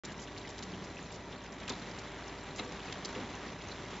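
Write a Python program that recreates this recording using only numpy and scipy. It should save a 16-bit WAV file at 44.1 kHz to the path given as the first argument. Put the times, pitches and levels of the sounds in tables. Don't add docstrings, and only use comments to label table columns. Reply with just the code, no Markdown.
import sys
import numpy as np
from scipy import signal
from scipy.fft import rfft, irfft
from scipy.io import wavfile
from scipy.ndimage import uniform_filter1d

SR = 44100
rng = np.random.default_rng(int(sys.argv[2]) if len(sys.argv) > 2 else 0)


def wav_out(sig):
    wavfile.write(sys.argv[1], SR, np.round(np.clip(np.atleast_2d(sig).T, -1, 1) * 32767).astype(np.int16))


N = 176400
T = np.arange(N) / SR


def undb(db):
    return 10 ** (np.asarray(db) / 20)


def unit(x):
    return x / np.sqrt(np.mean(x ** 2) + 1e-18)


def band(x, centre_hz, width_hz):
    q = centre_hz / min(width_hz, SR / 4)
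    return signal.lfilter(*signal.iirpeak(centre_hz, q, fs=SR), x)


def below(x, cutoff_hz):
    return signal.sosfiltfilt(signal.butter(2, cutoff_hz, fs=SR, output="sos"), x)


def colour(x, points):
    freq_hz, gain_db = np.array(points).T
    bin_hz = np.maximum(np.arange(N // 2 + 1) * SR / N, 1)
    return irfft(rfft(x) * undb(np.interp(np.log(bin_hz), np.log(freq_hz), gain_db)), N)


def walk(steps_per_s):
    hold = max(int(SR / steps_per_s), 2)
    steps = rng.standard_normal(N)[np.arange(N) // hold]
    return unit(uniform_filter1d(uniform_filter1d(steps, hold), hold))


def clicks(per_s, scatter_db):
    size = undb(scatter_db * np.minimum(rng.exponential(size=N), 4))
    hits = rng.random(N) < per_s / SR
    return unit(hits * size * np.sign(rng.standard_normal(N)))


def tone(pitch_hz):
    return np.sqrt(2) * np.sin(2 * np.pi * (np.cumsum(pitch_hz) / SR + rng.random()))


def fade(start_s, decay_s):
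    return np.exp(-np.clip((T - start_s) / decay_s, 0, 20))


# time_s, pitch_hz
MOTOR_PITCH = [(0, 55.9), (1.6, 55.9), (1.75, 54.6), (4, 54.6)]


def motor_hum(level_db=-58, waver_db=.6):
    pitch_hz = np.interp(T, *np.array(MOTOR_PITCH).T)
    return tone(pitch_hz) * undb(level_db + waver_db * walk(8.4))


# order, level_db
MESH_HARMONICS = [(2, -59.5), (3, -62.5), (4, -70), (5, -64.5), (10, -67), (12, -71.5)]


def gear_whine(mesh_hz=196.1, wander=.00203, waver_db=1.5):
    tooth_hz = mesh_hz * (1 + wander * walk(12))
    out = np.zeros(N)
    for order, level_db in MESH_HARMONICS:
        out += undb(level_db) * unit(tone(order * tooth_hz) * undb(waver_db * walk(16)))
    return out


# pitch_hz, width_hz, level_db
PART_MODES = [(68, 8, -71), (83, 3, -68), (94.5, 3, -62), (109, 6, -65), (163, 6, -63.5), (187, 5, -65),
              (203, 8, -65), (263, 6, -66), (298, 8, -65), (371, 6, -66), (456, 6, -69), (614, 8, -67),
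              (688, 8, -69), (933, 14, -68), (1136, 10, -66)]


def part_drones():
    out = np.zeros(N)
    for pitch_hz, width_hz, level_db in PART_MODES:
        shaken = band(rng.standard_normal(N), pitch_hz, width_hz)
        out += undb(level_db) * unit(band(shaken, pitch_hz, width_hz))
    return out


# freq_hz, gain_db
GRIND_SPECTRUM = [(20, -15), (40, -7.5), (70, -2), (100, 3), (190, 4.5), (400, 1.5), (550, -2.5),
                  (850, -1.5), (1050, -3.5), (1450, -6), (2130, -6.5), (2500, -10.5), (3400, -12),
                  (4100, -13), (4400, -21), (5400, -21), (5900, -20), (6300, -23.5), (7600, -26.5)]
# time_s, bass_db, middle_db, treble_db
GRIND_GAINS = [(0, 2, 0.5, 1), (.35, -2, -3.5, 2.5), (0.749, 0, -1, 5), (1.02, 0.5, -3, 3.5),
               (1.5, -1, -1.5, -1), (1.799, 2, 2, 9), (2.0, -1.5, 1, 4.5), (2.18, -0.5, 1.5, 3.5),
               (2.45, -.5, 0, 3.5), (2.75, 1.5, 1.4, 6), (3.199, 0.5, 3, 7), (3.55, 0, -1, 4),
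               (4, 0, 2, 7.5)]


def grinding(level_db=-46.5, flutter_db=.7, bass_hz=560, treble_hz=4570):
    grind = unit(colour(clicks(per_s=2500, scatter_db=-.5), GRIND_SPECTRUM))
    bass, body = below(grind, bass_hz), below(grind, treble_hz)
    middle, treble = body - bass, grind - body
    times_s, *gains_db = np.array(GRIND_GAINS).T
    load_db = flutter_db * walk(26)
    return sum(part * undb(level_db + np.interp(T, times_s, gain_db) + load_db)
               for part, gain_db in zip((bass, middle, treble), gains_db))


def fibre_crackle(level_db=-59, snaps_per_s=260, decay_s=.003, surge_db=3, tilt_db_per_oct=-3):
    out = np.zeros(N)
    surge = undb(surge_db * np.minimum(walk(22), 1))
    pitches_hz = np.geomspace(1730, 7500, 16)
    for pitch_hz in pitches_hz:
        snaps = np.abs(clicks(snaps_per_s / len(pitches_hz), scatter_db=3))
        envelope = signal.lfilter([1], [1, -np.exp(-1 / (decay_s * SR))], snaps)
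        ticks = band(envelope * rng.standard_normal(N), pitch_hz, width_hz=270)
        out += unit(ticks) * undb(tilt_db_per_oct * np.log2(pitch_hz / pitches_hz[0]))
    return undb(level_db) * unit(out * surge)


# start_s, level_db, centre_hz, width_hz, length_s
STALK_CRACKS = [(.0503, -41.5, 6070, 4130, .0063), (0.117, -51.5, 3970, 900, 0.0035),
                (0.121, -53, 5860, 2480, 0.0065), (0.198, -52.5, 6220, 1395, 0.011),
                (.218, -52.5, 6180, 1820, 0.027), (0.364, -47, 2420, 495, 0.004),
                (.377, -46.5, 4220, 1150, 0.0077), (0.491, -48.5, 4620, 2000, .0028),
                (.501, -47.5, 5200, 4150, .0032), (0.581, -42, 3730, 1180, 0.0018),
                (0.589, -43.5, 4330, 1790, 0.0028), (0.626, -45, 4440, 3030, 0.012),
                (0.738, -50, 3070, 510, 0.011), (0.84, -53, 4970, 2490, 0.011),
                (0.969, -45, 2550, 390, .0039), (1.125, -54, 4500, 2990, 0.039),
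                (1.325, -50, 3440, 602, 0.0081), (1.438, -56.5, 6300, 894, .004),
                (1.522, -53, 5820, 1220, 0.0054), (1.601, -51.5, 3690, 900, 0.0042),
                (1.633, -46.5, 2470, 708, .0042), (1.679, -38.5, 3450, 1690, 0.0048),
                (1.686, -43.5, 1390, 794, 0.0079), (1.695, -34.5, 4980, 3600, 0.0051),
                (1.701, -38, 3720, 349, 0.0062), (1.72, -45.5, 3480, 2200, 0.003),
                (1.733, -45, 3880, 350, .005), (1.888, -60, 3820, 1810, .008),
                (1.988, -46, 5100, 4040, 0.0083), (2.561, -51.5, 6390, 2530, 0.037),
                (2.584, -43.5, 2860, 1510, 0.0061), (2.721, -45.5, 3380, 3010, 0.0031),
                (2.802, -47.5, 2830, 700, .004), (2.925, -36, 3400, 2020, 0.0025),
                (3.049, -38, 4700, 1990, 0.009), (3.149, -45, 2310, 684, .012),
                (3.614, -48.5, 2940, 1206, .008), (3.685, -47.5, 6230, 700, .003),
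                (3.714, -45.5, 4010, 329, 0.009)]


def stalk_cracks(first_snap_db=-6, release_s=.002):
    out = np.zeros(N)
    for start_s, level_db, centre_hz, width_hz, length_s in STALK_CRACKS:
        envelope = (T >= start_s) * fade(start_s + length_s, release_s)
        volley = clicks(per_s=6000, scatter_db=2.5) * envelope
        volley[int(start_s * SR)] += undb(first_snap_db) * np.linalg.norm(volley)
        tear = band(band(volley, centre_hz, 2 * width_hz), centre_hz, 2 * width_hz)
        out += undb(level_db) * unit(tear) * np.sqrt(length_s * SR / N)
    return out


# start_s, length_s, pitch_hz, level_db
PANEL_SWELLS = [(.63, .25, 189, -50.5), (.67, .19, 298, -54.5)]


def panel_swells(ramp_s=.05, wander=.008):
    out = np.zeros(N)
    for start_s, length_s, pitch_hz, level_db in PANEL_SWELLS:
        strain = np.clip(np.minimum(T - start_s, start_s + length_s - T) / ramp_s, 0, 1)
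        out += undb(level_db) * strain * tone(pitch_hz * (1 + wander * walk(20)))
    return out


# start_s, level_db, rattle_decay_s, rattle_cutoff_hz, jolt_cutoff_hz, jolt_gain_db
HOUSING_THUDS = [(1.703, -40.5, 0.068, 420, 1900, 6), (2.597, -40, .05, 800, 800, -0.5),
                 (3.162, -39, 0.078, 395, 600, -7)]
# pitch_hz, width_hz, gain_db
HOUSING_MODES = [(224, 56, 0.5), (281, 50, 7), (395, 80, 0.5), (495, 46, 5.5), (732, 63, 1),
                 (955, 130, 3.5), (1250, 180, -13), (2110, 180, -1)]


def housing_thuds(jolt_decay_s=.013, low_cut_hz=200):
    out = np.zeros(N)
    for start_s, level_db, decay_s, rattle_cutoff_hz, jolt_cutoff_hz, jolt_gain_db in HOUSING_THUDS:
        jolt = below(rng.standard_normal(N), jolt_cutoff_hz) * fade(start_s, jolt_decay_s)
        rattle = below(rng.standard_normal(N), rattle_cutoff_hz) * fade(start_s, decay_s)
        push = (T >= start_s) * (undb(jolt_gain_db) * jolt + rattle)
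        ring = sum(undb(gain_db) * band(push, pitch_hz, width_hz)
                   for pitch_hz, width_hz, gain_db in HOUSING_MODES)
        thud = ring - below(ring, low_cut_hz)
        out += undb(level_db) * unit(thud) * np.sqrt(decay_s / 2 * SR / N)
    return out


# start_s, level_db
ROLLER_CLACKS = [(2.592, -40.5), (2.5962, -37)]
# pitch_hz, t60_s, gain_db
STEEL_MODES = [(738, 0.14, -5), (1292, 0.058, 1), (2106, 0.032, 0), (2630, .025, -0.5), (2940, 0.016, -2.5),
               (3400, 0.045, -3), (3850, 0.027, 2), (4150, .035, -3.5)]


def roller_clacks():
    out = np.zeros(N)
    for start_s, level_db in ROLLER_CLACKS:
        age_s = np.maximum(T - start_s, 0)
        for pitch_hz, t60_s, gain_db in STEEL_MODES:
            ring = np.sin(2 * np.pi * pitch_hz * age_s) * fade(start_s, t60_s / np.log(1000))
            out += rng.choice([-1, 1]) * undb(level_db + gain_db) * ring
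    return out


def yard(x, wall_delay_s=.0125, wall_db=-19, tail_decay_s=.06, tail_db=-14):
    reflection = np.interp(T - wall_delay_s, T, x, left=0)
    tail = rng.standard_normal(N) * np.exp(-T / tail_decay_s)
    scattered = signal.fftconvolve(x, tail / np.linalg.norm(tail))[:N]
    return x + undb(wall_db) * reflection + undb(tail_db) * scattered


def side_hiss(x, level_db=-64.5, band_hz=(4150, 6700)):
    treble = signal.ellip(6, 1, 60, band_hz, "bandpass", fs=SR, output="sos")
    power = uniform_filter1d(signal.sosfilt(treble, x) ** 2, size=240)
    hiss = signal.sosfilt(treble, rng.standard_normal(N))
    return undb(level_db) * unit(hiss * np.sqrt(np.abs(power)))


def scene():
    running = motor_hum() + gear_whine() + part_drones() + panel_swells() + grinding()
    impacts = fibre_crackle() + stalk_cracks() + roller_clacks() + housing_thuds()
    machine = running + yard(impacts)
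    side = side_hiss(machine)
    return np.array([machine + side, machine - side])


def record(dry, start_s=.036, cutoff_hz=7570):
    low_pass = signal.ellip(12, .2, 80, cutoff_hz, fs=SR, output="sos")
    return signal.sosfilt(low_pass, dry * (T >= start_s))


dry = scene()
out = record(dry)
wav_out(out)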